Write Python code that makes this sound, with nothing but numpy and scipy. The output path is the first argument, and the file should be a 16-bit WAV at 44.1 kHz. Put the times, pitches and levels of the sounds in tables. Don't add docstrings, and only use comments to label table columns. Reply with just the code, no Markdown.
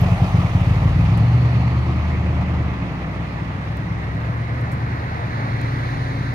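import sys
import numpy as np
from scipy import signal
from scipy.fft import rfft, irfft
from scipy.io import wavfile
from scipy.ndimage import uniform_filter1d

SR = 44100
rng = np.random.default_rng(int(sys.argv[2]) if len(sys.argv) > 2 else 0)


def bounce(signal):
    frames = np.transpose(np.atleast_2d(signal))
    limited = np.clip(frames, -1, 1)
    pcm = np.round(limited * 32767).astype(np.int16)
    wavfile.write(sys.argv[1], SR, pcm)


N = 279594
TIME = np.arange(N) / SR
BINS = np.fft.rfftfreq(N, 1 / SR)

# time_s, firing_rate_hz
ENGINE_SPEED = [(0, 50.15), (.5, 47.48), (.87, 56.04), (1.31, 73.8), (1.69, 74.5), (2.15, 78.34),
                (2.6, 77.47), (2.99, 63.03), (3.54, 62.29), (3.82, 67.37), (3.94, 65.93), (4.43, 71.64),
                (4.79, 78.74), (5.19, 77.91), (5.64, 81.65), (5.76, 85.22), (6.34, 83.65)]


def amp(db):
    return 10 ** (np.asarray(db) / 20)


def evened(x):
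    return x / np.sqrt(np.mean(x ** 2) + 1e-20)


def follow(rows, t=TIME):
    s, *columns = np.transpose(rows)
    return [np.interp(t, s, column) for column in columns]


def read(points, hz):
    f, value = np.transpose(points)
    return np.interp(np.log(hz + 1), np.log(f), value)


def add(mix, s, sound):
    part = mix[..., max(round(s * SR), 0):][..., :sound.shape[-1]]
    part += sound[..., :part.shape[-1]]


def wander(rate_hz):
    noise = rfft(rng.standard_normal(N))
    return evened(irfft(noise / (1 + (BINS / rate_hz) ** 4), N))


def steadied(x, size=13000):
    power = np.mean(np.atleast_2d(x) ** 2, 0)
    power = uniform_filter1d(uniform_filter1d(power, size), size // 2)
    return x / np.sqrt(abs(power) + 1e-20)


def band(x, lo_hz, hi_hz, order=2):
    edges = [lo_hz, min(hi_hz, SR / 2 - 1)]
    return signal.sosfilt(signal.butter(order, edges, "band", fs=SR, output="sos"), x)


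def ramp(x, start, length):
    return np.clip((x - start) / length, 0, 1)


def ports(middle, apart, side_db):
    return middle + np.array([[1], [-1]]) * amp(side_db) * apart


def street(x, t60=.7, first_s=.03):
    t = TIME[:SR]
    sparse = rng.random(SR) < .02
    taps = rng.standard_normal(SR) * sparse * (t > first_s) * amp(-60 * t / t60)
    return steadied(signal.fftconvolve(x, taps)[:N])


def tone(rows, waver_hz, waver_db):
    hz, db = follow(rows)
    level = np.sqrt(2) * amp(db + waver_db * wander(6.4))
    turns = np.cumsum(hz + waver_hz * wander(17.0)) / SR
    return level * np.sin(2 * np.pi * turns)


def tyres(roll, colour, sides, alike, lead, patchy_db, flicker_db, low_hz=90):
    hz, t, (a, b) = signal.stft(rng.standard_normal((2, N)), SR, nperseg=512, noverlap=384)
    hz = hz[:, None]
    level_db, tilt_db = (np.interp(t, TIME, curve) for curve in roll)
    patches = uniform_filter1d(rng.standard_normal(a.shape), size=7, axis=0)
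    patches = evened(uniform_filter1d(patches, size=16, axis=1))
    flicker = evened(uniform_filter1d(rng.standard_normal(len(t)), size=4))
    treble = np.log2(np.maximum(hz / 2000, 1))
    field_db = read(colour, hz) + level_db + tilt_db * treble
    field_db = field_db + patchy_db * patches + flicker_db * flicker

    same = np.clip(read(alike, hz), 0, 1)
    ratio = amp(read(sides, hz))
    late = np.exp(-2j * np.pi * hz * follow(lead, t)[0] / 1000)
    right = same * a * late + np.sqrt(1 - same ** 2) * b
    pair = np.array([ratio * a, right]) / np.sqrt(1 + ratio ** 2)
    pair = pair * amp(field_db) * hz ** 2 / (hz ** 2 + low_hz ** 2)
    return np.sqrt(SR) * signal.istft(pair, SR, nperseg=512, noverlap=384)[1][:, :N]


def other_roll(near_db=-62.0, traffic_db=-72.0, tilt_db=-4.0, tilt_near_db=5.0, bright_s=6.06, bright_width_s=.8):
    nearest_s, pass_s = 5.5, 0.99
    near = amp(near_db) / np.hypot(1, (TIME - nearest_s) / pass_s)
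    side_on = np.exp(-((TIME - bright_s) / bright_width_s) ** 2)
    level_db = 20 * np.log10(np.hypot(near, amp(traffic_db)))
    return level_db, tilt_db + tilt_near_db * side_on


def other_tyres():
    # frequency_hz, level_db
    colour = [(400.0, -1), (600.0, -1.5), (1000.0, -1.1), (1400.0, -4), (2000.0, -1.5), (2400.0, -10.5),
              (3100.0, -21.5), (4100.0, -15), (4800.0, -23.5), (6700.0, -30.5), (7600.0, -46.5),
              (8800.0, -36.5), (9700, -43), (10500, -39), (11500.0, -47), (15500.0, -51)]
    # frequency_hz, left_minus_right_db
    sides = [(500, -1), (1000, 1.5), (1700, -4.5), (2500, 0), (3200, 1), (5000, 1), (6100, -7), (7600, 2),
             (10500, -4), (15000, -6)]
    # frequency_hz, likeness (0-1)
    alike = [(200, 0.98), (1000, 0.72), (4000, 0.4), (5500, 0.28), (9000, 0.53), (13000, .1)]
    # time_s, left_lead_ms
    lead = [(0, 0.5), (4, 0.37), (5.3, .41), (6.34, 0.44)]
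    return tyres(other_roll(), colour, sides, alike, lead, patchy_db=0.92, flicker_db=0.1)


def other_hum():
    # time_s, pitch_hz, level_db
    hum_curve = [(0, 276, -76.5), (4.9, 271.2, -58), (5.4, 273.8, -39.5), (6.34, 273.2, -41.5)]
    return tone(hum_curve, waver_hz=2.7, waver_db=1.0)


def whine():
    # time_s, pitch_hz, level_db
    whine_curve = [(0, 13900, -82), (2.5, 14100, -84), (6.34, 14300, -78)]
    return tone(whine_curve, waver_hz=15, waver_db=3.0)


def ticks(gain_db=-5, lo_hz=4500, hi_hz=13000):
    # start_s, level_db, decay_t60_s
    tick_rows = [(1.1739, -34, 0.042), (3.7704, -31, 0.0074), (4.611, -41.5, 0.036), (4.715, -42, .01),
                 (4.717, -38.5, 0.12), (5.614, -34.5, 0.018)]
    out, t = np.zeros((2, N)), TIME[:SR // 6]
    for s, db, t60 in tick_rows:
        burst = rng.standard_normal((2, len(t))) * amp(db + gain_db - 60 * t / t60)
        add(out, s, band(burst, lo_hz, hi_hz, order=1))
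    return out


def squeaks(waver_hz=60):
    # start_s, pitch_hz, peak_db, length_s
    squeak_rows = [(.003, 13180, -48, 0.024), (.112, 9720, -59, .022), (0.332, 6050, -51, 0.019)]
    out = np.zeros(N)
    for s, hz, db, length in squeak_rows:
        count = int(length * SR)
        turns = np.cumsum(hz + waver_hz * wander(150)[:count]) / SR
        add(out, s, amp(db) * signal.windows.tukey(count, .5) * np.sin(2 * np.pi * turns))
    return out * amp([[-6], [3]])


def hiss(lo_hz=3950, hi_hz=4650):
    peak_s, width_s, level_db = 1.5, 0.7, -52.5
    air = evened(band(rng.standard_normal((2, N)), lo_hz, hi_hz))
    swell = np.exp(-((TIME - peak_s) / width_s) ** 2)
    return air * amp(level_db) * swell * amp([[2.5], [-3]])


def far():
    nearest_m, pace_m_per_s = 4.95, 6.3
    return np.log2(np.hypot(nearest_m, pace_m_per_s * TIME) / nearest_m)


def coupe_roll(near_db=-56.5, doubling_db=-1.37, turn_db=-10.5,
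               tilt_db=-0.17, tilt_doubling_db=-2.0, tilt_turn_db=7.0):
    turn_s, turn_lasts_s = 4.06, 2.8
    turned = ramp(TIME, turn_s - turn_lasts_s / 2, turn_lasts_s)
    level_db = near_db + doubling_db * far() + turn_db * turned
    return level_db, tilt_db + tilt_doubling_db * far() + tilt_turn_db * turned


def coupe_tyres():
    # frequency_hz, level_db
    colour = [(450.0, -6), (740.0, -3), (950.0, -6), (1250.0, -4.5), (1500.0, -18), (2000.0, -10),
              (2600.0, -12.5), (3000.0, -17), (4300.0, -24), (6700.0, -30), (7500.0, -37), (9500.0, -36.8),
              (12000.0, -41), (15500.0, -41.5)]
    # frequency_hz, left_minus_right_db
    sides = [(900, -0.2), (1350, 4.5), (1650, 1.5), (2000, -1), (2500, -15.5), (3300, -0.5), (4500, 6),
             (6100, -15), (7600, 1), (15000, -1)]
    # frequency_hz, likeness (0-1)
    alike = [(200, 1), (750, 1), (1200, 0.58), (2500, 0.23), (6000, 0.24), (15000, .05)]
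    # time_s, left_lead_ms
    lead = [(0, -0.19), (6.34, -0.094)]
    return tyres(coupe_roll(), colour, sides, alike, lead, patchy_db=1.05, flicker_db=0.82, low_hz=198)


def crank():
    start = 4.85
    return start + np.cumsum(follow(ENGINE_SPEED)[0]) / SR


def heat():
    cool_hz, hot_hz = 52, 76
    return ramp(follow(ENGINE_SPEED)[0], cool_hz, hot_hz - cool_hz)


def shut():
    lift_s, shutting_s, reopen_s, easing_s = 2.66, 0.092, 3.55, .55
    return ramp(TIME, lift_s, shutting_s) - ramp(TIME, reopen_s, easing_s)


def tail_on():
    facing_s, width_s = 2.27, 1
    return np.exp(-((TIME - facing_s) / width_s) ** 2)


def outflow(near_db, doubling_db, tail_db, shut_db, hidden_db):
    hidden_s, hiding_lasts_s = 4.35, .7
    hidden = ramp(TIME, hidden_s, hiding_lasts_s)
    place_db = near_db + doubling_db * far() + tail_db * tail_on()
    return place_db + shut_db * shut() + hidden_db * hidden


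def firings(jitter_ms=0.04):
    # strength_db, tailpipe_delay_ms
    cylinders = [(2.5, -7.4), (-8.4, -5.3), (-8.6, -4.2), (-.4, -7.1), (-9.4, -3.9), (-10.6, -3.9),
                 (1.8, -7.3), (-11, -3)]
    # time_s, change_db
    feeble = [(.061, -4), (.183, -25.5), (.287, -12), (.515, -8)]
    evening = 0.27
    scatter_open_db, scatter_shut_db = .9, 1.0

    turns = np.floor(crank()).astype(int)
    at = np.flatnonzero(np.diff(turns)) + 1
    db, delay_ms = np.array(cylinders)[turns[at] % len(cylinders)].T
    db = db * (1 - evening * heat()[at])
    for s, loss_db in feeble:
        db = db + loss_db * (abs(at / SR - s) < .012)
    size, slip = rng.standard_normal((len(at), 2)).T
    scatter_db = scatter_open_db + scatter_shut_db * shut()[at]
    place = at + (delay_ms + jitter_ms * slip) * SR / 1000
    pushes = np.zeros(N)
    strength = amp(db + scatter_db * np.clip(size, -2, 1))
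    np.add.at(pushes, np.clip(place.astype(int), 0, N - 1), strength)
    return pushes


def gas(pushes, side_db=-12, rasp_lo_hz=600, rasp_hi_hz=860):
    # frequency_hz, level_db
    rush_colour = [(20, -32), (30, -12), (42, -2), (70, 8), (170, 9), (250, -0.5), (335, -0.5),
                   (400, -13.5), (470, -19), (900, -32), (3000, -62)]
    rasp_s, rasp_db, rasp_fade_db_per_s = 0.097, -30.5, 28

    rush = irfft(rfft(rng.standard_normal((2, N))) * amp(read(rush_colour, BINS)), N)
    rush = rush / np.std(band(rush, 230, 420))
    edge = steadied(band(pushes, 185, 290, order=3))
    edge = steadied(edge + street(edge, t60=0.49, first_s=.006))
    rasp = evened(band(rng.standard_normal(N), rasp_lo_hz, rasp_hi_hz))
    rasp = rasp * amp(rasp_db - rasp_fade_db_per_s * abs(TIME - rasp_s))
    puffs = evened(signal.fftconvolve(pushes, np.hanning(500))[:N])
    gate = evened(1 + .3 * puffs)
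    flow_db = outflow(near_db=-39.5, doubling_db=-0.46, tail_db=5.0, shut_db=-1.5, hidden_db=0.0)
    edge_db = outflow(near_db=-38.0, doubling_db=-2.0, tail_db=2.5, shut_db=2.5, hidden_db=0.5)
    return gate * (ports(*rush, side_db) * amp(flow_db) + rasp) + edge * amp(edge_db)


def boom(waver_db=0.0, lag_turns=0.13, bank_db=-40, thin_hz=56):
    turns, speed = crank(), follow(ENGINE_SPEED)[0]
    carried = 1 / np.sqrt(1 + (thin_hz / speed) ** 16)
    level_db = outflow(near_db=-19.5, doubling_db=-3.5, tail_db=4.0, shut_db=-7.0, hidden_db=-3.5)
    level = carried * amp(level_db + waver_db * wander(4.7))
    bank_level = amp(bank_db) * (speed / 78) ** 8
    banks = bank_level * np.cos(2 * np.pi * turns * 5 / 8)
    return np.sqrt(2) * (level * np.cos(2 * np.pi * (turns - lag_turns)) + banks)


def burble(pushes, echo_side_db=-15):
    # resonance_hz, width_hz
    pipe_modes = [(100, 25), (118, 17.6), (177, 16)]
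    # time_s, load (0-1)
    load_curve = [(0, .45), (.3, 0.36), (.6, 0.49), (1.4, 1), (2, 0.23), (2.6, 0.35), (3, 0), (3.6, 0.19),
                  (4.3, 0.66), (4.7, 0.75), (5.15, 0.42), (5.5, 0.87), (6.34, 0.77)]
    near_db, full_load_db, doubling_db = -19, 10, -4.5
    upper_load_db = -13
    echo_db, echo_doubling_db = -16, 1.5

    t = TIME[:SR // 4]
    load = follow(load_curve)[0]
    level_db = near_db + full_load_db * load + doubling_db * far()
    upper_db = outflow(near_db=.5, doubling_db=-2.0, tail_db=6.5, shut_db=1.5, hidden_db=-4.5)
    upper_db = upper_db + upper_load_db * load
    rings = [width * np.exp(-np.pi * width * t) * np.cos(2 * np.pi * hz * t) for hz, width in pipe_modes]
    cool, hot, upper = (signal.fftconvolve(pushes, ring)[:N] for ring in rings)
    lower = (1 - heat()) * cool + heat() * hot
    pipe = amp(upper_db) * upper - lower
    direct = steadied(band(pipe, 45, 225))
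    echo = ports(street(direct, t60=0.16), street(direct, t60=.4), echo_side_db)
    echo_gain = amp(echo_db + echo_doubling_db * far())
    return steadied(direct + echo_gain * echo) * amp(level_db)


def scene():
    other = other_tyres() + other_hum()
    small = whine() + ticks() + squeaks()
    coupe = hiss() + coupe_tyres()
    pushes = firings()
    exhaust = gas(pushes) + boom() + burble(pushes)
    return other + small + coupe + exhaust * amp([[.35], [-.35]])


def record(dry, ceiling=.6):
    edge_hz = 15750
    rounded = dry / (1 + (dry / ceiling) ** 8) ** (1 / 8)
    lowpass = signal.firwin(1023, edge_hz, window=("kaiser", 9), fs=SR)
    return signal.oaconvolve(rounded, lowpass[None], "same")


dry = scene()
out = record(dry)
bounce(out)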